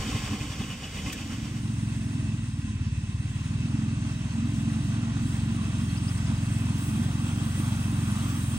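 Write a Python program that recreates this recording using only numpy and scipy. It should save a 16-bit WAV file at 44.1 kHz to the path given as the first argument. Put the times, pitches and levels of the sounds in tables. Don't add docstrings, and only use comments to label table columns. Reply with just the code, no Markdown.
import sys
import numpy as np
from scipy import signal
from scipy.fft import rfft, irfft, next_fast_len
from scipy.io import wavfile
from scipy.ndimage import uniform_filter1d

SR = 44100
rng = np.random.default_rng(int(sys.argv[2]) if len(sys.argv) > 2 else 0)


def master_out(mix):
    frames = np.transpose(np.atleast_2d(mix))
    ceiling = np.clip(frames, -1, 1)
    pcm = np.round(ceiling * 32767).astype(np.int16)
    wavfile.write(sys.argv[1], SR, pcm)


N = 378378
TIME = np.arange(N) / SR
DIRECT = np.array([[1], [0]])
CRUISE_PER_S, MIDWAY_S = 22, 5

# t/s, firing rate/Hz
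FIRING = [(1.0, 23.52), (2.08, 21.6), (2.29, 21.4), (2.7, 17.79), (3.08, 17.92), (3.73, 21.86),
          (4.29, 20.91), (4.76, 22.75), (5.22, 22.05), (5.46, 22.74), (5.89, 21.62), (6.33, 22.19),
          (6.77, 21.91), (7.01, 22.72), (7.2, 21.97), (7.63, 23.42), (7.86, 22.54), (8.26, 22.35),
          (8.58, 20.52)]
# t/s, thump level/dB, silencer flutter level/dB, fan whistle level/dB
EFFORT = [(1.0, -33.5, -34, -75), (1.75, -28, -34.5, -72), (2.0, -29, -36, -63.5), (2.3, -27.5, -34.5, -62),
          (2.5, -31.5, -41, -78), (2.7, -28.5, -39, -80), (3.0, -28.5, -42.5, -78), (3.3, -29, -40.5, -76),
          (3.75, -28, -33.5, -67.5), (4.2, -29.5, -37.5, -60), (4.4, -28.5, -32, -62.5),
          (4.8, -27.5, -34, -59.5), (5.45, -28, -33, -62), (5.7, -28, -32.5, -57.5),
          (5.95, -27.8, -35, -68), (6.3, -27, -36, -59), (6.75, -28, -33, -67), (7.0, -27, -30, -59),
          (7.2, -28.5, -35, -67), (7.55, -27.7, -33.5, -59), (7.9, -28.5, -33, -62),
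          (8.25, -28.5, -33.5, -70), (8.58, -29.5, -34.5, -70)]


def hauling():
    rate = columns(FIRING)[0]
    surge = wander(per_s=7)
    thump_db, flutter_db, fan_db = columns(EFFORT)
    cycles = np.cumsum(rate * (TIME >= FIRING[0][0])) / SR
    crank = np.cos(2 * np.pi * (2 * cycles - .2))
    sound = exhaust_with_sway(cycles, rate, thump_db)
    sound = sound + silencer_flutter(flutter_db + 3.5 * crank + .4 * surge)
    sound = sound + DIRECT * fan_whistle(cycles, fan_db)
    return sound + mechanical_noise(rate, crank, surge)


# f/Hz, relative density/dB
SWAY = [(20, -30), (38, -5), (52, 1), (75, -1), (110, 0), (170, -1), (250, -14), (450, -30), (600, -60)]


def exhaust_with_sway(cycles, rate, thump_db):
    sway = noise(spectrum(SWAY), patchy_db=0.0, size=2048)
    return amp(thump_db) * (DIRECT * exhaust(cycles, rate) + amp(-10) * sway)


# f/Hz, relative level/dB
PIPE = [(20, -46), (44, -13.5), (66, -6), (88, 0), (110, 3), (132, 0.5), (154, -2.5), (176, -4.5),
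        (200, -23.5), (260, -29), (330, -19)]
# multiple of the firing rate, change of relative level/(dB per s)
HARMONIC_DRIFT = [(2, 1), (3, 0.2), (4, 0.6), (5, 0), (6, 0), (7, 0.26), (9, 0.5)]
NOTE_WAVER_DB = 1.0


def exhaust(cycles, rate):
    steps = np.arange(int(cycles[-1]) + 2)
    strength, slip = (np.interp(cycles, steps, v) for v in rng.standard_normal((len(steps), 2)).T)
    beat = np.zeros(N)
    for k in range(1, 14):
        lag = 7.5 / (1 + (k / 3.2) ** 12)
        turns = k * (cycles + .03 + .006 * slip) - (.3 - lag) / (2 * np.pi)
        db_per_s = np.interp(k, *np.transpose(HARMONIC_DRIFT))
        drift_db = db_per_s * (TIME - MIDWAY_S) + NOTE_WAVER_DB * wander(per_s=6)
        pipe_hz = k * rate * (CRUISE_PER_S / rate) ** .6
        beat -= amp(drift_db + read(PIPE, pipe_hz)) * np.cos(2 * np.pi * turns)
    return evened(beat) * (1 + .06 * strength)


SINGING = .6


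def silencer_flutter(level_db):
    flutter = noise(silencer, patchy_db=.4, size=2048)
    flutter = np.sqrt(1 - SINGING) * flutter + np.sqrt(SINGING) * DIRECT * singing()
    return amp(level_db) * flutter


# f/Hz, width/Hz, relative level/dB
SILENCER = [(222, 46, 3), (282, 46, -5.5), (370, 65, -22)]
SING_STRAY = .22


def silencer(hz):
    return level_humps(SILENCER, hz)


def singing():
    notes = []
    for f, width, db in SILENCER:
        pitch_hz = f + SING_STRAY * width * wander(per_s=40)
        notes.append(amp(db) * np.sqrt(width) * np.sin(2 * np.pi * np.cumsum(pitch_hz) / SR))
    return evened(sum(notes))


FAN_ORDER = 30


def fan_whistle(cycles, level_db):
    level = amp(level_db + 1.2 * wander(per_s=8))
    return level * np.sqrt(2) * np.sin(2 * np.pi * FAN_ORDER * cycles + 0.14 * wander(per_s=21))


# f/Hz, relative density/dB
DRONE = [(250, -23), (420, -10.5), (560, -7), (660, -6), (862, -3), (1260, -3.5), (1500, -3.5), (1950, -53),
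         (3300, -120)]
HISS = [(880, -43), (1500, -4.5), (1660, -4.5), (1980, -5), (2330, -7), (2640, -2), (2950, -4), (3270, -6),
        (4230, -11), (7000, -8), (9100, -34), (15400, -120)]
WHINE = [(4120, -19), (7000, -7.5), (7450, 2.5), (7930, 1.5), (8870, 0.5), (9360, 3.5), (10000, -13),
         (13000, -60), (22000, -120)]
FIZZ = [(6000, -46), (10200, 5.5), (11000, 1), (12700, -17.5), (13300, 5), (13900, -49), (14000, -23),
        (14300, -6), (15800, -3)]
# f/Hz, width/Hz, lift/dB
CASING = [(860, 54, 0.5), (1148, 67, 6), (1558.5, 28, 8), (1940, 26, 5), (3860, 68, 10.5), (6660, 126, -19),
          (8060, 150, 3), (8710, 160, 8)]
# level/dB at cruising speed midway, level/dB per extra firing a second,
# level/dB per s of approach, level/dB of surging
DRONE_LAW = (-50, 1.4, 1.0, 0.5)
HISS_LAW = (-46.5, 0.7, .5, 0.02)
WHINE_LAW = (-53.5, .5, 0.35, -1.1)
# start t/s, end t/s, rise/dB
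WHINE_SWELL = (4.7, 7.33, 4.55)
# f/Hz, width/Hz, level/dB midway, level/dB per s of approach, wavering/dB
WHIRRS = [(2633, 250, -56.5, 0.4, 1.4), (3270, 330, -61, 2, 1.5)]


def mechanical_noise(rate, crank, surge):
    drone_db, hiss_db, whine_db = (
        db + by_speed * (rate - CRUISE_PER_S) + by_time * (TIME - MIDWAY_S) + by_surge * surge
        for db, by_speed, by_time, by_surge in (DRONE_LAW, HISS_LAW, WHINE_LAW))
    swell_start, swell_end, swell_db = WHINE_SWELL
    whine_db = whine_db + swell_db * ramp(swell_start, swell_end)
    drone = noise(spectrum(DRONE, CASING), patchy_db=1.1)
    howl = noise(lambda hz: humps([(1035, 70, .9)], hz), patchy_db=1.5, size=2048)
    hiss = noise(spectrum(HISS, CASING), patchy_db=1.07)
    whine = noise(spectrum(WHINE, CASING), patchy_db=1.5)
    fizz = noise(spectrum(FIZZ), patchy_db=3.0)
    sound = amp(drone_db + 1.0 * crank) * drone
    sound += amp(hiss_db + 0.4 * crank) * hiss
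    sound += amp(-61.5) * howl
    sound += amp(whine_db - 0.96 * crank) * whine
    sound += amp(-64 + 2.42 * (whine_db + 53.5)) * fizz
    for f, width, db, by_time, waver_db in WHIRRS:
        whirr = noise(lambda hz: humps([(f, width, 1)], hz), patchy_db=2)
        sound += amp(db + by_time * (TIME - MIDWAY_S) + waver_db * wander(per_s=9)) * whirr
    flicker_db = .6 * wander(per_s=30)
    return amp(flicker_db) * sound


# t/s, change of rumble and hiss level/dB, level of the frame's boom/dB
IDLE = [(0.0, -1, -56), (.14, -1, -42), (0.26, -1.5, -50), (.33, -3, -41.5), (.5, -4, -45.5),
        (.66, -4, -40), (0.76, -6, -60), (.92, -5, -66), (1.07, -1.5, -38), (1.2, -2.5, -44),
        (1.33, -1, -39), (1.6, 0, -35)]
# t/s, thump peak level/dB, silencer ring level/dB, body knock level/dB, tin rattle level/dB
CHUGS = [(.004, -24.5, -53, -48, -52), (0.082, -30, -34.5, -45.5, -51), (.154, -20, -35, -44, -51),
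         (0.239, -24.5, -51, -48, -52), (0.319, -20.5, -27, -44.5, -50), (0.413, -22, -49, -50, -47),
         (0.506, -23, -59, -52, -48), (0.602, -23, -32.5, -46, -49), (0.705, -25.5, -43, -50.5, -47),
         (0.828, -34, -40, -48, -46), (0.953, -28, -65, -53, -47), (1.072, -23, -35.5, -45, -47),
         (1.189, -42, -43, -57, -45), (1.315, -38, -35, -45.5, -46), (1.44, -32, -41, -53, -45),
         (1.56, -27, -27, -52, -45)]
# f/Hz, width/Hz, relative level/dB
BODY = [(436, 220, -0.5), (780, 100, -0.5), (1070, 170, 1), (1290, 200, -7.5)]
# f/Hz, relative density/dB
RUMBLE = [(15, -36), (25, 5), (59, 8), (144, 1), (188, 3.5), (231, 2), (300, -13.5), (464, -15.5),
          (520, -15.5), (680, -50), (1140, -120)]
IDLE_HISS = [(260, -22), (450, -7.5), (906, -8), (1080, -8), (1850, -7), (2980, -4.5), (4200, -9),
             (4520, -8), (7970, -11), (10100, -17.5), (12500, -27.5), (13200, -30), (13800, -52),
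             (14400, -22), (15800, -28)]
# f/Hz, width/Hz, lift/dB
BONNET = [(1092, 93, 6.5), (2080, 80, 5), (2680, 99, -8), (3080, 110, 4.5), (4150, 350, -10),
          (4570, 120, 4.5), (4830, 80, -14), (5680, 170, 6.5)]
RUMBLE_DB, IDLE_HISS_DB = -32.5, -39.5


def idling():
    level_db, boom_db = columns(IDLE)
    at, thump_db, ring_db, knock_db, rattle_db = np.transpose(CHUGS)
    beat = thumps(at, amp(thump_db), hz=105, rise=.0055, fall=.007)
    throb = bursts(at, 0 * at, late=.015, length=.03)
    ring = bursts(at, ring_db, late=0.011, length=.022) * noise(silencer, patchy_db=-0.5, size=2048)
    body = noise(lambda hz: level_humps(BODY, hz), patchy_db=1.5)
    knock = bursts(at, knock_db, late=.01, length=0.044) * body
    boom = noise(lambda hz: humps([(288.2, 44, 1)], hz), patchy_db=1.0, size=2048)
    rumble = noise(spectrum(RUMBLE), patchy_db=1.1, size=2048)
    hiss = noise(spectrum(IDLE_HISS, BONNET), patchy_db=.7)
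    low = DIRECT * beat + ring + knock
    low += amp(RUMBLE_DB + level_db) * rumble + amp(boom_db) * boom
    tin = rattle(bursts(at, rattle_db, late=0.012, length=0.047)) + DIRECT * pings()
    return low + tin + amp(IDLE_HISS_DB + level_db + 3.2 * throb) * hiss


def thumps(at, peaks, hz, rise, fall):
    t = np.arange(-2000, 2000) / SR
    shape = np.exp(-(t / np.where(t < 0, rise, fall)) ** 2) * np.cos(2 * np.pi * hz * t + 0.21)
    train = np.zeros(N)
    train[np.round(at * SR).astype(int)] = peaks
    return signal.oaconvolve(train, shape, "same")


# f/Hz, relative level/dB, t60/s (t60 for the rattle only)
TINWARE = [(1700, -9, .02), (2070, -6, .02), (2480, -1, .045), (2630, 0, .045), (2930, -1, .045),
           (3090, -7, .035), (3380, -4, .03)]
TICKS_PER_S, TICK_SPREAD_DB, MODE_SPREAD_DB = 85, 1, 3.5


def rattle(shake):
    t, out = np.arange(3000) / SR, np.zeros(N)
    turns = np.cumsum(TICKS_PER_S * (1 + .4 * wander(per_s=60))) / SR
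    ticks = np.diff(np.floor(turns), prepend=0) * amp(TICK_SPREAD_DB * rng.standard_normal(N))
    for hz, db, t60 in TINWARE:
        ring = amp(db - 60 * t / t60) * np.minimum(t / .003, 1)
        share = amp(MODE_SPREAD_DB * rng.standard_normal(N))
        out += signal.oaconvolve(ticks * share * shake, ring * np.sin(2 * np.pi * hz * t))[:N]
    out *= np.linalg.norm(shake) / np.linalg.norm(out)
    scatter = rng.standard_normal(len(t)) * amp(-60 * t / .02)
    scattered = signal.oaconvolve(out, scatter / np.linalg.norm(scatter))[:N]
    return np.array([out, scattered])


# t/s, f/Hz (the nearest part is struck), level of that part/dB
PINGS = [(0.06, 2480, -40), (0.07, 3090, -40), (0.095, 2930, -41), (0.144, 2630, -40), (0.145, 2930, -40),
         (0.148, 2480, -40), (0.157, 2090, -42), (0.168, 2480, -39), (0.178, 2630, -41), (0.225, 2480, -42),
         (0.276, 2090, -42), (0.314, 2630, -42), (0.318, 2930, -41), (0.338, 2090, -42), (0.401, 2480, -38),
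         (0.407, 2090, -42), (0.51, 2930, -40), (0.519, 3390, -40), (0.586, 2090, -42), (0.592, 2630, -42),
         (0.614, 3390, -41), (0.709, 2930, -38), (0.731, 2480, -42), (0.731, 2630, -41), (0.818, 2480, -42),
         (0.834, 2930, -38), (0.855, 2630, -42), (0.858, 2480, -40), (0.869, 2930, -40), (0.919, 2930, -41),
         (0.961, 2930, -40), (0.982, 2480, -41), (0.984, 2090, -42), (0.984, 2930, -41), (1.06, 2480, -36),
         (1.06, 2630, -37), (1.064, 2090, -41), (1.095, 2630, -39), (1.096, 2480, -39), (1.124, 3390, -41),
         (1.175, 2480, -39), (1.21, 2630, -39), (1.341, 2930, -36)]
PING_RISE_S, PING_T60_S, OTHER_PARTS_DB = .007, .085, -14


def pings():
    t, out = np.arange(3000) / SR, np.zeros(N + 3000)
    part_hz, part_db, _ = np.transpose(TINWARE)
    shape = np.minimum(t / PING_RISE_S, 1) * amp(-60 * np.maximum(t - PING_RISE_S, 0) / PING_T60_S)
    start_turns = rng.random((len(PINGS), len(TINWARE)))
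    for (s, hz, db), turn in zip(PINGS, start_turns):
        struck = np.arange(len(TINWARE)) == np.argmin(abs(part_hz - hz))
        gains = amp(db + np.where(struck, 0, OTHER_PARTS_DB + part_db))
        tones = np.sin(2 * np.pi * (part_hz[:, None] * t + turn[:, None]))
        out[round(s * SR):][:len(t)] += shape * (gains @ tones)
    return out[:N]


# t/s, level/dB, low edge f/Hz, high edge f/Hz
SNAPS = [(.278, -40, 400, 1300), (1.13, -35, 3000, 8000)]
# f/Hz, sag/(Hz per s), level/dB, t60/s
SNAP_RING = [(1880, 7000, -37, .13), (5300, 0, -39, .05), (6300, 0, -35, .05), (7800, 0, -37, .05)]
SNAP_RING_S = 1.127


def snap():
    out = np.zeros((2, N))
    for s, db, low_hz, high_hz in SNAPS:
        burst = noise(lambda hz: hz / (hz + low_hz) / (1 + (hz / high_hz) ** 2), patchy_db=2.0, size=256)
        swell = np.exp(-((TIME - s) / np.where(TIME < s, .005, .011)) ** 2)
        out += amp(db) * swell * burst
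    after = np.clip(TIME - SNAP_RING_S, 0, .1)
    for hz, sag_hz, db, t60 in SNAP_RING:
        ring = np.sin(2 * np.pi * after * (hz - sag_hz * after / 2)) * np.minimum(after / .003, 1)
        out += DIRECT * amp(db - 60 * np.maximum(TIME - SNAP_RING_S, 0) / t60) * ring
    return out


# middle t/s, f/Hz, slide/Hz, level/dB
TWITTER = [(5.812, 5070, -200, -54), (5.897, 3900, 0, -54), (5.903, 4280, 300, -50),
           (5.965, 4370, 550, -48), (5.981, 5000, -450, -46), (6.076, 4440, 250, -53),
           (6.089, 5080, 100, -41.5), (6.158, 4250, 300, -53), (6.18, 5150, -450, -51),
           (6.27, 5020, -250, -48), (6.362, 4950, -400, -52), (6.47, 4230, 0, -54)]
NOTE_S = .022


def bird():
    out = np.zeros(N)
    for s, hz, slide_hz, db in TWITTER:
        u = ramp(s - NOTE_S / 2, s + NOTE_S / 2)
        turns = NOTE_S * (hz * u + slide_hz * (u ** 2 - u) / 2)
        out = out + amp(db) * np.sqrt(2) * np.sin(np.pi * u) * np.sin(2 * np.pi * turns)
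    return out


def noise(colour, patchy_db, size=1024):
    frames, hz = 4 * N // size + 5, np.fft.rfftfreq(size, 1 / SR)
    a, b, c, d, patches = rng.standard_normal((frames, len(hz), 5)).T
    patches = uniform_filter1d(patches, size=9, axis=0)
    patches = evened(uniform_filter1d(patches, size=10, axis=1))
    z = np.array([a + 1j * b, c + 1j * d]) * colour(hz)[:, None] * amp(patchy_db * patches)
    return evened(signal.istft(z, nperseg=size, noverlap=3 * size // 4)[1][:, :N])


def spectrum(points, resonances=()):
    return lambda hz: amp(read(points, hz) + humps(resonances, hz))


def humps(modes, hz):
    return sum(height / (1 + (2 * (hz - f) / width) ** 2) ** 2 for f, width, height in modes)


def level_humps(modes, hz):
    return humps([(f, width, amp(db)) for f, width, db in modes], hz)


def wander(per_s):
    knots = np.arange(0, N / SR + 1, 1 / per_s)
    return evened(np.interp(TIME, knots, rng.standard_normal(len(knots))))


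def bursts(at, levels_db, late, length):
    return sum(amp(db) * np.exp(-((TIME - s - late) / length) ** 2) for s, db in zip(at, levels_db))


def ramp(start, end):
    return np.clip((TIME - start) / (end - start), 0, 1)


def amp(db):
    return 10 ** (np.asarray(db) / 20)


def evened(x):
    return x / np.sqrt(np.mean(x ** 2) + 1e-20)


def read(points, hz):
    f, value = np.transpose(points)
    return np.interp(np.log(hz + 1), np.log(f + 1), value)


def columns(rows):
    s, *values = np.transpose(rows)
    return [np.interp(TIME, s, v) for v in values]


# f/Hz, share in common (0-1)
LIKENESS = [(60, 0.99), (300, 1), (600, 0.85), (1500, 0.73), (3000, 0.57), (6000, 0.24), (9000, 1),
            (15000, 0.85)]
# f/Hz, left minus right level/dB
SIDES = [(60, .6), (110, -.1), (200, -1.4), (380, -1), (700, 0), (1290, -2), (2380, -3.5), (4400, 2.5),
         (8120, 0), (15000, 0)]


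def ports(pair, phase):
    size = next_fast_len(N)
    hz = np.fft.rfftfreq(size, 1 / SR)
    a, b = rfft(pair, size)
    same = np.clip(read(LIKENESS, hz), 0, 1)
    side = amp(read(SIDES, hz) / 2)
    lag = np.exp(-1j * np.interp(hz, *np.transpose(phase)))
    right = (same * a + np.sqrt(1 - same ** 2) * b) * lag
    return irfft([a * side, right / side], size)[:, :N]


# start t/s, end t/s
DISSOLVE = (0.97, 1.81)
# f/Hz, left lead/rad
HAUL_PHASE = [(0, 0), (1550, -1.9), (1890, -0.7), (2840, -2.3), (5860, 3.2), (7750, -5.2), (9730, -8.8),
              (10900, -10.4), (11500, -12.5), (12600, -12.7), (13200, -15.7), (14400, -15.8),
              (15200, -19.0), (16700, -18.6)]
IDLE_PHASE = [(0, 0), (1380, -1.0), (3620, 1.0), (4220, -3.4), (5170, -12.0), (8010, -11.9), (9730, -15.2),
              (10900, -16.5), (11500, -18.7), (12700, -19.1), (13100, -21.9), (14400, -22.1),
              (15200, -25.3), (16700, -24.9)]


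def scene():
    share = ramp(*DISSOLVE)
    first_place = ports(idling() * (1 - share) + snap(), IDLE_PHASE)
    second_place = ports(hauling() * share + DIRECT * bird(), HAUL_PHASE)
    return first_place + second_place


EDGE_HZ = 15850


def record(dry):
    cut = signal.sosfiltfilt(signal.butter(2, 38, "highpass", fs=SR, output="sos"), dry)
    band_limit = signal.firwin(511, EDGE_HZ, window=("kaiser", 9), fs=SR)
    return signal.oaconvolve(cut, band_limit[None], "same")


dry = scene()
out = record(dry)
master_out(out)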